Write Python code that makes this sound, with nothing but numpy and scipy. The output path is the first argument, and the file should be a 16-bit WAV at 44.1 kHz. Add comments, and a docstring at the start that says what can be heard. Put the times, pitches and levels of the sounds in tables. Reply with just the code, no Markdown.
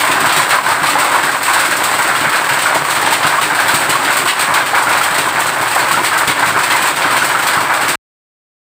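"""Hail and rain pound corrugated metal roofs, heard from close under the eaves.
From the first instant rain and small stones patter, while larger impacts excite the modes of the metal:
panels thud, ridges knock, sheets further up clang, and near stones shatter with a bright crash.
Near 0.6 and 2.8 s the sound ducks after a loud knock; the lesser clangs swell around 4.7 s.
The heaviest thud and the hardest near crash land at about 6.3 s, and all cuts off just before 8 s."""
import sys
import numpy as np
from scipy import signal
from scipy.fft import rfft, irfft, next_fast_len
from scipy.io import wavfile
from scipy.ndimage import uniform_filter1d, minimum_filter1d, map_coordinates

SR = 44100
rng = np.random.default_rng(int(sys.argv[2]) if len(sys.argv) > 2 else 0)


def waveform_to_disk(signal):
    """Save audio, clipped to [-1, 1], as 16-bit WAV at the path in sys.argv[1]."""
    frames = np.transpose(np.atleast_2d(signal))
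    scaled = np.clip(frames, -1, 1) * 32767
    samples = np.round(scaled).astype(np.int16)
    wavfile.write(sys.argv[1], SR, samples)


N = 386316
END_S = 7.956

# A crack or tick as heard through the microphone, which rings near 8 and 15 kHz: f/Hz, relative level/dB
HEARD_CRACK = [(2500, -23.5), (5000, -10.5), (8200, 2.5), (10500, -2.5), (13000, -4), (15200, 1.5)]


def amp(db):
    """Amplitude ratio for a level in decibels."""
    return 10 ** (np.asarray(db) / 20)


def along(points, hz):
    """Spectral envelope: (f/Hz, level/dB) points interpolated on a logarithmic frequency axis."""
    f, db = np.transpose(points)
    return np.interp(np.log(hz + 1), np.log(f + 1), db)


def hump(centre_hz, octaves, hz):
    """Selective excitation, in dB: the spot that is struck favours the modes around one frequency."""
    return -10 * np.log10(1 + (np.log2((hz + 1) / centre_hz[:, None]) / octaves) ** 2)


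def ripple(count, hz, spacing_hz):
    """Irregular modal response, in dB: each of count spots has its own uneven comb of modes."""
    knots = rng.standard_normal((count, 400))
    position = np.minimum(hz / spacing_hz, 398)
    k = position.astype(int)
    return knots[:, k] + (position - k) * (knots[:, k + 1] - knots[:, k])


def wobble(rate):
    """Random modulation: a smooth curve through rate knots a second."""
    knots = rng.standard_normal(int(N * rate / SR) + 4)
    return map_coordinates(knots, [np.arange(N) * rate / SR])


def ticks(shape, rate, spread_db):
    """Shot noise: random impulses, rate a second, of log-normal size."""
    hit = rng.random(shape) < rate / SR
    return hit * rng.choice([-1, 1], shape) * amp(spread_db * rng.standard_normal(shape))


def coloured(x, body):
    """Minimum-phase filtering: each row of x takes the gain body(hz), in dB, and is scaled to rms 1."""
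    n = x.shape[-1]
    size = 2 * next_fast_len(n // 2 + 1024)
    gain = amp(body(np.fft.rfftfreq(size, 1 / SR)))
    cepstrum = irfft(np.log(gain + 1e-6), size)
    cepstrum[..., 1:size // 2] *= 2  # folding the cepstrum makes the response causal
    cepstrum[..., size // 2 + 1:] = 0
    y = irfft(rfft(x, size) * np.exp(rfft(cepstrum)), size)[..., :n]
    return y / np.sqrt(np.mean(y ** 2, axis=-1, keepdims=True) + 1e-20)


def strikes(times, level_db, body, t60, attack, rate, spread_db):
    """Diffuse decay: each blow sends a dying crowd of reflections through the sheet."""
    t = np.arange(SR // 3) / SR
    reflections = coloured(ticks((len(times), len(t)), rate, spread_db), body)
    envelope = amp(-60 * t / np.reshape(t60, (-1, 1))) * (1 - np.exp(-t / attack))
    out = np.zeros(N + SR)
    for s, blow in zip(times, amp(level_db)[:, None] * reflections * envelope):
        out[max(round(s * SR), 0):][:len(t)] += blow
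    return out[:N]


def ringing(times, hz, level_db, t60, attack):
    """Modal superposition: each blow starts a row of damped sinusoids in random phase."""
    t = np.arange(SR // 4) / SR
    out = np.zeros(N + SR)
    for s, f, db in zip(times, hz[:, :, None], level_db[:, :, None]):
        modes = amp(db - 60 * t / t60[:, None]) * np.sin(2 * np.pi * (f * t + rng.random(f.shape)))
        out[max(round(s * SR), 0):][:len(t)] += modes.sum(0) * (1 - np.exp(-t / attack))
    return out[:N]


def level_dips(t, stretch):
    """Amplitude modulation, in dB: set dips; near 0.6 and 2.8 s the sound ducks after a loud knock."""
    # Brief dips in level: t/s, relative level/dB, half-width before stretching/s
    dips = [(0.62, -3.5, 0.048), (0.783, -1.5, 0.045), (1.394, -1, 0.057), (2.84, -2, 0.023),
            (4.345, -2.5, 0.02), (5.326, -4.5, 0.018), (5.516, -3.5, 0.015), (6.255, -3, 0.014),
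            (6.35, -3, 0.025), (6.945, -3, 0.024), (7.439, -0.5, 0.02)]
    return sum(db * np.exp(-((t - s) / (half * stretch)) ** 2) for s, db, half in dips)


def shower(count, db, range_db, far):
    """Jittered arrivals: times and levels of lesser stones, which follow the strength of the fall."""
    # Strength of the fall: t/s, relative level close by/dB, relative level further up/dB
    fall = [(0, 1.5, -4), (.5, 5, 3.5), (.75, 2, 3.5), (1.3, -0.5, 1), (1.8, 3.5, -2.5), (2.3, 0.5, 1),
            (2.8, 2, 1.5), (3.3, 0, 4.5), (3.8, -2, -0.5), (4.25, 2.5, -1), (4.7, 1.5, 8), (5.3, 1, -4.5),
            (5.7, 2.5, 1.5), (6.2, -1.5, 1), (6.6, 3.5, 1), (7.1, 1.5, -1.5), (7.6, 1, 0.5),
            (7.95, 1.5, 3.5)]
    at, near_db, far_db = np.transpose(fall)
    slip, size = rng.random((count, 2)).T - .5
    s = (np.arange(count) + .5 + 1.1 * slip) * END_S / count
    fall_db = np.interp(s, at, far_db if far else near_db)
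    dip_db = 1.7 * level_dips(s + 0.019, stretch=1.5)  # these stones soften just ahead of each dip
    return s, db + range_db * size + fall_db + dip_db


def pitched_shower(count, db, range_db, far, low_hz, high_hz):
    """Pitch depends on the spot struck: lesser stones as rows of t/s, level/dB, f/Hz."""
    s, level_db = shower(count, db, range_db, far)
    hz = low_hz * (high_hz / low_hz) ** rng.random(count)
    return np.column_stack([s, level_db, hz])


def downpour():
    """Filtered shot noise: small stones patter on every roof around, and rain splashes on wet metal."""
    # Spectrum of small stones on the roofs: f/Hz, relative level/dB
    patter_spectrum = [(25, -48.5), (55, -31.5), (110, -10), (148, -7.5), (200, -16), (305, -5), (460, -9),
                       (620, -3.5), (1000, 0), (1550, -1.5), (2200, -6.5), (2900, -11.5), (4300, -16),
                       (6500, -35)]
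    # Splash as heard through the microphone, which rings near 8 and 15 kHz: f/Hz, relative level/dB
    heard_splash = [(2500, -32), (4500, -6), (6200, -12), (7300, -5.5), (8150, 1.5), (9200, -6),
                    (10500, -14), (12000, -17.5), (15200, -8)]
    flurry_db = .5 * wobble(10)
    patter = coloured(ticks(N, rate=2200, spread_db=2.5), lambda hz: along(patter_spectrum, hz))
    splash = coloured(ticks(N, rate=6000, spread_db=2.0), lambda hz: along(heard_splash, hz))
    patter *= amp(-17.5 + flurry_db + 1.1 * wobble(40))
    splash *= amp(-27.0 + flurry_db + 0.87 * wobble(43))
    return patter + splash


def drops():
    """Brief impacts have broad spectra: close drops and ice chips tick on the wet edge of the roof."""
    when, size = rng.random((int(N / SR * 16), 2)).T
    return strikes(when * N / SR, -29 + 11 * size ** 2, lambda hz: along(HEARD_CRACK, hz),
                   t60=0.013, attack=.0002, rate=9000, spread_db=0.5)


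def heavy_stones():
    """Flexural vibration: a whole panel booms in its low modes, a little differently at every spot."""
    # The heaviest stones: t/s, relative level/dB, centre of the boom f/Hz
    thuds = [(0.09, -24, 260), (0.156, -27, 240), (0.212, -24.5, 300), (0.262, -27, 130), (0.363, -23, 180),
             (0.816, -26, 150), (2.26, -25.5, 180), (2.756, -24, 258), (3.247, -25.5, 155),
             (3.523, -27.5, 280), (3.736, -21, 190), (3.889, -23.5, 239.4), (4.046, -30, 290),
             (4.496, -29, 170), (5.184, -26, 280), (5.454, -33, 110), (5.922, -26, 170),
             (6.275, -20.5, 180), (6.467, -26.5, 149.6), (6.513, -26.5, 230), (7.569, -25.5, 140),
             (7.884, -28.5, 290)]
    # Modes of a whole panel: f/Hz, relative level/dB, t60/s
    panel_modes = [(75, -20, .2), (110, -5, 0.22), (149.5, -2, 0.21), (211, -3.5, 0.098), (292, -1, .18),
                   (348.5, -4.5, 0.24), (393, -0.5, 0.26)]
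    lesser = pitched_shower(count=32, db=-29.5, range_db=5, far=False, low_hz=215, high_hz=305)
    s, db, centre_hz = np.vstack([thuds, lesser]).T
    hz, mode_db, t60 = np.transpose(panel_modes)
    detune = 1 + 0.038 * rng.standard_normal((len(s), len(hz)))
    level_db = db[:, None] + mode_db + hump(centre_hz, 0.4, hz) + 5.5
    return ringing(s, hz * detune, level_db, t60, attack=0.0016)


def ridge_knocks():
    """Damped inharmonic modes: a stone on a corrugation gives a short hollow note."""
    # The clearest knocks: t/s, relative level/dB, pitch f/Hz
    notes = [(0.1, -10, 1020), (0.241, -11.5, 1020), (0.399, -9, 1020), (0.584, -5, 1044),
             (0.7, -11.5, 926), (0.717, -11, 1255), (0.954, -6, 845), (1.146, -10, 980), (1.348, -12, 1060),
             (2.151, -10, 1350), (2.251, -10.5, 1515), (2.757, -9.5, 660), (2.764, -9, 947),
             (3.266, -14, 1160), (3.385, -8, 1120), (3.589, -10, 1600), (3.953, -9.5, 1110),
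             (4.1, -8, 1486), (4.578, -10, 1030), (4.606, -8.5, 1580), (4.733, -8, 820), (5.274, -9, 1034),
             (5.76, -10, 786), (5.909, -6.5, 1100), (5.942, -7, 1360), (6.424, -10, 830),
             (6.432, -10.5, 1540), (7.219, -8.5, 1460), (7.349, -7.5, 1310), (7.577, -8, 1310)]
    # Modes of a corrugation: ratio to the pitch, relative level/dB, t60/s
    ridge_modes = [(.63, -14.5, 0.042), (1, -1, 0.055), (1.47, -17.5, .06), (2.1, -17.5, .04)]
    when, size, pitch = rng.random((int(N / SR * 55), 3)).T
    faint = np.column_stack([when * N / SR, -25 + 8 * size, 780 * 2.4 ** pitch])
    lesser = pitched_shower(count=36, db=-13, range_db=7.5, far=True, low_hz=848, high_hz=1686)
    s, db, hz = np.vstack([notes, lesser, faint]).T
    ratio, mode_db, t60 = np.transpose(ridge_modes)
    return ringing(s, np.outer(hz, ratio), db[:, None] + mode_db + 6.0, t60, attack=0.001)


def far_stones():
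    """Plate resonance: free spans of sheet further up ring on, each in its own modes."""
    # The loudest clangs: t/s, relative level/dB, centre of the ring f/Hz
    clangs = [(0.034, -7.5, 1150), (0.154, -7.5, 1070), (0.235, -9, 1110), (0.359, -10, 1250),
              (0.523, -5.5, 1240), (0.676, -10, 1080), (0.83, -9.5, 1250), (1.012, -11, 1180),
              (1.151, -8.5, 1200), (1.229, -13.5, 1150), (1.477, -6.5, 1180), (1.54, -9, 1140),
              (1.6, -11, 1330), (1.983, -8.5, 1300), (2.081, -9.5, 1300), (2.241, -8, 1440),
              (2.331, -9, 1440), (2.488, -9, 1290), (2.654, -9.5, 1410), (2.726, -12, 980),
              (3.237, -9, 1130), (3.586, -8.5, 1450), (3.68, -9, 1370), (3.931, -14, 1270),
              (4.075, -7.5, 1370), (4.406, -14, 1410), (4.496, -10.5, 1290), (4.552, -11, 1160),
              (4.741, -8, 1250), (4.911, -11, 1230), (5.051, -11, 1340), (5.136, -12.5, 1370),
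              (5.356, -14.5, 1360), (5.559, -9.5, 1070), (5.755, -10, 1050), (5.853, -11.5, 1360),
              (6.125, -7.5, 1330), (6.2, -11, 1170), (6.427, -9, 1340), (6.561, -7.5, 1310),
              (6.729, -9.5, 1270), (6.834, -9, 1410), (7.036, -12, 1220), (7.138, -10, 1340),
              (7.295, -11, 1430), (7.475, -10, 1190), (7.525, -10.5, 1190), (7.567, -12.5, 1190),
              (7.691, -8, 1330), (7.738, -11.5, 1040)]
    # Spectrum of a ringing span: f/Hz, relative level/dB
    clang_spectrum = [(200, -27), (460, -14), (590, -3), (720, -6.5), (980, 1), (1250, -4.5), (1550, 0.5),
                      (1850, -6.5), (2250, -5), (2900, -21.5), (6000, -26.5)]
    lesser = pitched_shower(count=84, db=-15.5, range_db=3.5, far=True, low_hz=1080, high_hz=1480)
    s, db, centre_hz = np.vstack([clangs, lesser]).T
    span = lambda hz: (along(clang_spectrum, hz) + hump(centre_hz, 0.69, hz)
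                       + 2.8 * ripple(len(s), hz, spacing_hz=69.1))
    return strikes(s, db - 2.7, span, t60=0.44, attack=0.0035, rate=3000, spread_db=1.5)


def near_stones():
    """Brittle fracture: ice cracks and bursts into splinters while the thin sheet under it crashes."""
    # The hardest near stones: t/s, relative ice level/dB, relative sheet level/dB
    shatters = [(0.0, -19, -16.5), (0.112, -20.5, -16), (0.291, -28, -17.5), (0.363, -14.5, -13),
                (0.503, -20, -13), (0.686, -23.5, -21), (0.858, -21, -17), (0.89, -20.5, -19),
                (0.986, -20.5, -21.5), (1.229, -24.5, -19.5), (1.429, -19, -19), (1.481, -20.5, -20.5),
                (1.531, -19, -18), (1.6, -21.5, -19), (1.656, -24.5, -27.5), (1.764, -21, -24.5),
                (1.838, -18.5, -21.5), (1.983, -23.5, -24.5), (2.149, -25.5, -21.5), (2.327, -26, -20),
                (2.49, -23.5, -18.5), (2.618, -22, -20), (2.905, -20.5, -19.5), (3.059, -23, -18),
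                (3.125, -20.5, -16), (3.229, -28, -16), (3.426, -24, -19), (3.598, -23, -19.5),
                (3.68, -20, -15.5), (3.74, -15.5, -15.5), (3.893, -16, -14.5), (4.045, -25, -17.5),
                (4.125, -21.5, -20.5), (4.167, -17, -19), (4.274, -20.5, -12.5), (4.392, -19.5, -18),
                (4.538, -21, -15), (4.823, -23, -27), (4.925, -25, -17.5), (5.033, -19.5, -19.5),
                (5.18, -20, -16.5), (5.392, -24, -34), (5.464, -21.5, -24.5), (5.747, -21.5, -26.5),
                (5.913, -19, -20), (6.044, -20, -14), (6.176, -18, -20.5), (6.274, -17.5, -11.5),
                (6.701, -23.5, -14.5), (6.82, -20.5, -19), (6.872, -20.5, -20), (7.018, -30, -16),
                (7.166, -20.5, -14.5), (7.244, -20, -21.5), (7.467, -18, -16.5), (7.88, -17.5, -17.5)]
    # Ice as heard through the microphone, which rings near 8 and 15 kHz: f/Hz, relative level/dB
    heard_ice = [(2500, -27), (4500, -3.5), (6200, -12), (7300, -4.5), (8150, 4.5), (9200, -2.5),
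                 (10500, -15), (12000, -21.5), (13500, -7.5), (15200, -14.5)]
    # Spectrum of the crashing sheet: f/Hz, relative level/dB
    crash_spectrum = [(300, -23), (1000, -1), (2100, 3.5), (2900, -0.5), (4300, -3), (5400, -13),
                      (8000, -21.5), (14000, -34.5)]
    lesser_s, lesser_db = shower(count=112, db=-25.5, range_db=4, far=False)
    lesser = np.column_stack([lesser_s, lesser_db, lesser_db + 3.0])
    s, ice_db, sheet_db = np.vstack([shatters, lesser]).T
    burst = lambda hz: along(HEARD_CRACK, hz)
    ice = lambda hz: along(heard_ice, hz) + 2 * ripple(len(s), hz, spacing_hz=205.2)
    sheet = lambda hz: along(crash_spectrum, hz) + 2.6 * ripple(len(s), hz, spacing_hz=128.6)
    crack = strikes(s, ice_db + 0.8, burst, t60=0.18, attack=.001, rate=4600, spread_db=3)
    splinters = strikes(s, ice_db + 0.69, ice, t60=0.32, attack=.001, rate=9000, spread_db=2)
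    crash = strikes(s, sheet_db + 2.0, sheet, t60=0.35, attack=.0015, rate=5000, spread_db=0.5)
    return crack + splinters + crash


def scene():
    """Superposition: stones and rain add together; the level dips now and then, and stops abruptly."""
    t = np.arange(N) / SR
    roof = near_stones() + far_stones() + ridge_knocks() + heavy_stones() + drops() + downpour()
    return (roof * amp(level_dips(t, stretch=1)) * (t < END_S))[None]


def record(dry):
    """Band and peak limiting: the microphone loses deep bass, peaks are ducked, the top treble is cut."""
    bass_hz, top_hz, ceiling = 42, 15570, .98
    thin = signal.sosfilt(signal.butter(2, bass_hz, "highpass", fs=SR, output="sos"), dry)
    needed_gain = np.minimum(1, ceiling / (np.abs(thin) + 1e-9))
    held_gain = minimum_filter1d(needed_gain, size=201, origin=60)
    limited = thin * uniform_filter1d(held_gain, size=61)
    lowpass = signal.firwin(601, top_hz, fs=SR, window="blackman")
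    return signal.fftconvolve(limited, lowpass[None], mode="same", axes=1)


dry = scene()
out = record(dry)
waveform_to_disk(out)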